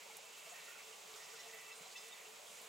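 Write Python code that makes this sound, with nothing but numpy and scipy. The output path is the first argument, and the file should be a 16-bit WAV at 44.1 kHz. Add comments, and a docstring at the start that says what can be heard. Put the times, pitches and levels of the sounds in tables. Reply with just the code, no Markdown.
"""Hiss of wind and microphone on a quiet hillside, at a camera panning after a distant, unheard stag.
The hiss is shaped stereo noise, its octave bands swelling together and flickering alone.
Close by, the turning camera mount scrapes (grainy noise) and rings faintly in fixed metallic modes
over a wavering low hum (a fluttering sine); one thin squeak falls in pitch near the end.
Soft hollow bumps, handling ticks and brief rustles are short rings and patches of noise in the hiss."""
import sys
import numpy as np
from scipy import signal
from scipy.fft import rfft, irfft
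from scipy.io import wavfile
from scipy.ndimage import uniform_filter1d

SR = 44100
rng = np.random.default_rng(int(sys.argv[2]) if len(sys.argv) > 2 else 0)


def master_out(mix):
    """Clip the mix to full scale and print it as 16-bit PCM to the path in sys.argv[1]."""
    frames = np.transpose(np.atleast_2d(mix))
    ceiling = np.clip(frames, -1, 1)
    pcm = np.round(ceiling * 32767).astype(np.int16)
    wavfile.write(sys.argv[1], SR, pcm)


N = 118188
T = np.arange(N) / SR  # seconds
FREQS = np.maximum(np.arange(N // 2 + 1) * SR / N, 1)  # Hz
RING_FLICKER_DB = 0.5  # level wander of the mount's modes and of the squeak


def amp(db):
    """Decibels to gain."""
    return 10 ** (np.asarray(db) / 20)


def unit(x):
    """Scale to rms 1."""
    return x / np.sqrt(np.mean(x ** 2))


def over_time(table):
    """Join (s, value) rows by straight lines."""
    return np.interp(T, *np.array(table).T)


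def over_pitch(table):
    """Join (Hz, value) rows on a log-frequency axis."""
    hz, value = np.array(table).T
    return np.interp(np.log(FREQS), np.log(hz), value)


def pan(db):
    """Left and right gains for a left-minus-right level difference."""
    return amp(np.array([[1], [-1]]) * db / 2)


def walk(rate):
    """Smooth random wander with a spread near 1, taking about `rate` new steps a second."""
    k = int(SR / rate)
    steps = np.repeat(rng.standard_normal(N // k + 2), k)
    smooth = uniform_filter1d(uniform_filter1d(steps, k), k)
    return np.sqrt(2) * smooth[:N]


def noise(gain):
    """Stereo noise of a given spectrum, partly alike in the two microphones, at rms 1."""
    # likeness of left and right: pitch_hz, correlation (0 to 1)
    likeness_rows = [(50, 0.26), (160, 0.75), (400, 0.25), (700, 0.31), (1400, 0.44), (3000, 0.75),
                     (5500, 0.87), (7300, 1), (8800, 0.63), (11000, 0.5), (14000, 0.99)]
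    alike = np.clip(over_pitch(likeness_rows), 0, 1)
    mid, side = rfft(rng.standard_normal((2, N)))
    shared = mid * np.sqrt(1 + alike)
    opposed = np.array([[1], [-1]]) * side * np.sqrt(1 - alike)
    return unit(irfft((shared + opposed) * gain, N))


def resonance(hz, share):
    """Gain of a resonance whose width between half-gain points is a share of its pitch."""
    return 1 / (1 + ((FREQS / hz - hz / FREQS) / share) ** 2)


def envelope(start, length, attack, release):
    """Linear rise from start, exponential fall from start + length (all in seconds)."""
    rise = np.clip((T - start) / attack, 0, 1)
    return rise * np.exp(-np.maximum(T - start - length, 0) / release)


def ring(hz, waver_hz, flicker_db):
    """A sine at rms 1 whose pitch and level wander, as when friction keeps a mode ringing."""
    phase = 2 * np.pi * np.cumsum(hz + waver_hz * walk(45.16)) / SR
    return unit(np.sin(phase) * amp(flicker_db * walk(28.22)))


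def wind():
    """Hiss of air and microphone whose octave bands swell together and flicker alone."""
    # colour of the hiss: pitch_hz, relative level_db (per Hz)
    air_rows = [(30, -23), (70, -22.5), (115, -16.5), (165, -9), (230, -9), (310, -11.5), (420, 2),
                (640, 2), (1000, 1.5), (1650, -4.5), (2400, 0.5), (3200, -1), (4500, -4.5), (5800, -5),
                (7300, -0.5), (9000, -8.5), (11500, -12), (15500, -15)]
    # stereo balance: pitch_hz, left_minus_right_db
    tilt_rows = [(100, 1.5), (380, 0), (700, 3), (1300, -0.8), (2400, -4), (5000, -2), (7500, 1),
                 (9000, -5), (14000, -1.2)]
    level_db, swell_db, flicker_db = -56, .35, .8
    spectrum = rfft(noise(amp(over_pitch(air_rows)) * pan(over_pitch(tilt_rows))))
    octave = np.clip(np.log2(FREQS / FREQS[-1]) + 8, 0, 8)
    swell = swell_db * walk(6.71)
    out = 0
    for k in range(9):
        # triangular bands that overlap and sum to one
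        band = irfft(spectrum * np.maximum(1 - abs(octave - k), 0), N)
        out = out + band * amp(swell + flicker_db * walk(22.16))
    return amp(level_db) * out


def scrape():
    """Uneven dry friction of the turning mount; each half octave catches and slips by itself."""
    # course of the scraping: time_s, level_db
    scrape_rows = [(0, -64), (.2, -68.5), (.42, -64), (.57, -62), (.76, -65), (.88, -63.5), (.98, -69),
                   (1.11, -64), (1.18, -59.5), (1.28, -63.5), (1.45, -63), (1.72, -61), (1.9, -65.5),
                   (2.0, -63), (2.2, -77), (2.36, -66), (2.68, -64.5)]
    # colour of the scraping: pitch_hz, relative level_db (per Hz)
    colour_rows = [(200, -22.5), (600, -11), (1400, -0.5), (1650, -11), (2050, -3), (2280, 3.5),
                   (2500, -7.5), (3000, -4.5), (4200, -7), (6500, -4.5), (9000, -10), (15000, -20.5)]
    grain_db, grain_hz = 3.2, 70
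    spectrum = rfft(noise(amp(over_pitch(colour_rows))))
    half_octave = np.clip(2 * np.log2(FREQS / 700), 0, 7)
    out = 0
    for k in range(8):
        band = irfft(spectrum * np.maximum(1 - abs(half_octave - k), 0), N)
        out = out + band * amp(grain_db * walk(grain_hz))
    return out * amp(over_time(scrape_rows)) * pan(-3)


def hum():
    """A faint low tone that flutters throughout and comes forward in short swells."""
    # swells added to the resting tone: start_s, length_s, level_db (before flutter)
    swell_rows = [(0.07, 0.079, -71), (.84, .075, -69), (1.062, 0.13, -72.5), (1.306, 0.052, -67),
                  (1.44, 0.059, -66.5), (1.516, 0.038, -64), (1.587, .13, -71), (1.755, 0.068, -69.5),
                  (2.005, 0.049, -69.5), (2.245, 0.061, -71.5), (2.6, .06, -78)]
    pitch_hz, waver_hz, flicker_db, flutter_db = 445, 7.45, 0.7, 2
    attack_s, release_s, rest_db = 0.028, 0.017, -77.5
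    swells = 0
    for start, length, db in swell_rows:
        swells = swells + amp(db) * envelope(start, length, attack_s, release_s)
    tone = ring(pitch_hz, waver_hz, flicker_db)
    return (amp(rest_db) + swells) * tone * amp(flutter_db * walk(70))


def rustles():
    """Short dry brushes of handling, each a steep-sided patch of noise around one pitch."""
    # brushes: start_s, length_s, level_db, pitch_hz, half_width (share of pitch, before squaring)
    rustle_rows = [(.005, 0.022, -60.5, 2060, 0.44), (.105, 0.021, -59, 2230, 0.075),
                   (0.374, 0.017, -63, 10400, 0.37), (0.495, 0.026, -57.5, 7100, .2),
                   (0.546, 0.056, -60, 2100, 0.5), (0.681, 0.042, -64.5, 1440, 0.079),
                   (.69, 0.033, -65, 11500, 0.62), (0.62, 0.2, -64, 2350, 0.4),
                   (0.75, 0.026, -65, 1430, 0.1), (0.784, 0.028, -62, 2300, 0.073),
                   (0.919, 0.011, -62, 2870, .08), (1.165, 0.018, -60, 5000, 1),
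                   (1.429, 0.0054, -56, 2830, .08), (1.39, 0.027, -63, 5500, 0.4),
                   (1.533, 0.062, -62, 2150, 0.25), (1.536, 0.012, -62.5, 13000, 0.48),
                   (1.749, .04, -64, 8600, 0.15), (1.91, .02, -61.5, 4500, 0.15),
                   (1.96, 0.021, -63, 4470, 0.58), (1.972, .02, -63.5, 5200, .06),
                   (2.079, 0.011, -60.5, 7500, 0.55), (2.116, 0.017, -67, 3650, 0.066),
                   (2.193, 0.023, -61, 2180, 0.14), (2.249, 0.019, -61, 2750, 0.27),
                   (2.461, 0.041, -62.5, 3460, 0.17), (2.47, 0.12, -62, 7200, .6)]
    attack_s, release_s = 0.0011, 0.013
    out = 0
    for start, length, db, hz, share in rustle_rows:
        patch = noise(resonance(hz, 2 * share) ** 2)  # squared for steeper sides
        out = out + amp(db) * patch * envelope(start, length, attack_s, release_s)
    return out * pan(-2.5)


def bumps():
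    """Short hollow bumps, each a dying ring with a dull scuff around it."""
    # bumps: start_s, level_db, pitch_hz, decay_s
    bump_rows = [(0.045, -63, 920, 0.031), (.058, -57.5, 530, .008), (.096, -57, 870, 0.009),
                 (.182, -62, 850, .012), (0.192, -59, 560, 0.0083), (.225, -60, 630, 0.016),
                 (0.464, -54.5, 660, 0.013), (0.518, -51, 686, 0.0095), (0.991, -68, 750, .02),
                 (1.338, -57.5, 1420, 0.016), (1.431, -62, 690, 0.023), (1.45, -76, 162, 0.035),
                 (1.457, -56.5, 670, 0.013), (1.544, -59, 692, 0.008), (1.806, -68.5, 169, 0.018),
                 (1.859, -60.5, 753, 0.026), (2.391, -63.5, 583.6, 0.042), (2.424, -61, 580, 0.018),
                 (2.5, -71, 212.1, 0.023), (2.512, -61.5, 565, 0.019), (2.609, -73, 200.4, 0.02)]
    waver_share, attack_s = .035, 0.0041  # waver as a share of the pitch
    scuff_db, scuff_width = -4.5, 0.32  # level against the ring; width as a share of the pitch
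    out = 0
    for start, db, hz, decay in bump_rows:
        pitch = hz * (1 + waver_share * walk(400))
        body = unit(np.sin(2 * np.pi * np.cumsum(pitch) / SR))
        scuff = amp(scuff_db) * noise(resonance(hz, scuff_width))
        out = out + amp(db) * unit(body + scuff) * envelope(start, attack_s, attack_s, decay)
    return out * pan(-0.5)


def ticks():
    """Tiny hard contacts of handling: a cycle or two of ringing and a faint noisy tail."""
    # ticks: start_s, level_db (amplitude before decay), pitch_hz, left_minus_right_db
    tick_rows = [(0.1697, -33, 10800, -6), (1.14, -38, 3800, 2), (2.468, -48, 4200, 4),
                 (2.617, -39.5, 11000, -5)]
    decay_cycles, tail_db, tail_s = 1.66, -21.5, 0.01  # tail level against the click
    out = 0
    for start, db, hz, side in tick_rows:
        age = np.maximum(T - start, 0)
        click = np.sin(2 * np.pi * hz * age) * np.exp(-age * hz / decay_cycles)
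        tail = noise(resonance(hz, 0.6)) * (T > start) * np.exp(-age / tail_s)
        out = out + amp(db) * (click + amp(tail_db) * tail) * pan(side)
    return out


def mount():
    """Each rub drives the mount's modes near its favoured pitch; long rubs grip unevenly."""
    # rubs: start_s, length_s, drive level_db (before grip and mode gain), favoured pitch_hz,
    # spread_octaves, release_s
    rub_rows = [(0.21, 0.64, -68.5, 2660, 0.13, .03), (0.437, 1.54, -68, 1165, .1, .03),
                (0.532, 0.014, -55.5, 1797, 0.05, 0.036), (0.593, 0.04, -62, 4020, 0.09, .02),
                (.57, 0.12, -68.5, 1890, 0.06, .03), (0.677, 0.022, -63, 1830, 0.049, 0.022),
                (1.16, 0.29, -66, 1610, 0.23, 0.025), (1.15, 0.1, -67.5, 6000, 0.56, .02),
                (1.23, 0.15, -72.5, 2660, .1, .02), (1.384, 0.023, -57, 2052, 0.04, 0.017),
                (1.388, 0.014, -50.5, 5540, .04, .012), (1.39, 0.012, -55.5, 4000, 0.13, 0.039),
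                (1.455, .025, -62.5, 2660, .1, .015), (1.488, .012, -58.5, 1860, .08, 0.013),
                (1.521, 0.028, -59.5, 2260, 0.26, 0.038), (1.56, 0.007, -66, 1845, .04, 0.0061),
                (1.573, 0.13, -67.5, 2320, .26, .05), (1.663, .02, -65, 2600, .1, 0.011),
                (1.706, 0.012, -57, 2660, 0.21, 0.016), (1.715, 0.022, -57.5, 4270, 0.17, .025),
                (1.77, 0.11, -67, 4100, 0.088, .02), (1.95, 0.014, -51.5, 2570, 0.25, 0.011),
                (1.96, 0.019, -58, 3700, 0.15, 0.021), (1.96, .015, -56, 6400, .15, .018),
                (1.97, 0.012, -52.5, 5030, 0.047, .022), (2.047, .012, -65, 5000, .045, .008),
                (1.978, 0.25, -68.5, 2270, 0.31, .03), (2.248, .012, -61, 2660, .1, 0.0088)]
    # metallic modes of the mount: pitch_hz
    mode_hz = [1165, 1845, 1988, 2661, 3564, 4020, 5059, 5222, 5507, 6285, 7198]
    # gain of each mode: level_db
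    mode_db = [-9, -2.5, 1, 0.5, -1, -6, -4, -8, -8, -4.5, -15]
    # place of each mode: left_minus_right_db
    mode_pan_db = [-6.5, -0.5, -5, 0, -1, -1, -.5, 0, 2, -2, -1]
    attack_s, waver_hz = 0.013, 3.87
    grip_db, grip_hz, grip_onset_s = 2.3, 55, .08
    drives = []
    for start, length, db, _, _, release in rub_rows:
        # the unevenness grows in, so short rubs stay nearly smooth
        grip = grip_db * walk(grip_hz) * np.clip((T - start) / grip_onset_s, 0, 1)
        drives.append(amp(db + grip) * envelope(start, length, attack_s, release))
    drives = np.array(drives)
    favoured, spread = np.array(rub_rows)[:, 3:5].T
    out = 0
    for hz, db, side in zip(mode_hz, mode_db, mode_pan_db):
        nearness = np.exp(-.5 * (np.log2(hz / favoured) / spread) ** 2)
        drive = nearness @ drives
        out = out + amp(db) * drive * ring(hz, waver_hz, RING_FLICKER_DB) * pan(side)
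    return out


def chirp():
    """A thin squeak: a wavering sine that swells as its pitch falls."""
    start_s, length_s, release_s, level_db = 2.11, 0.023, .005, -56
    pitch_hz, fall_hz_per_s, waver_hz = 3746, 7500, 49.4
    hz = pitch_hz - fall_hz_per_s * np.clip(T - start_s, 0, 2 * length_s)
    tone = ring(hz, waver_hz, RING_FLICKER_DB)
    return amp(level_db) * tone * envelope(start_s, length_s, length_s, release_s)


def scene():
    """Wind with the small noises of the camera and its mount."""
    return wind() + scrape() + hum() + rustles() + bumps() + ticks() + mount() + chirp()


def record(dry):
    """The recorder cuts the top steeply, with a tenth-order elliptic low-pass."""
    top_hz = 15750
    return signal.sosfilt(signal.ellip(10, .1, 70, top_hz, fs=SR, output="sos"), dry)


dry = scene()
out = record(dry)
master_out(out)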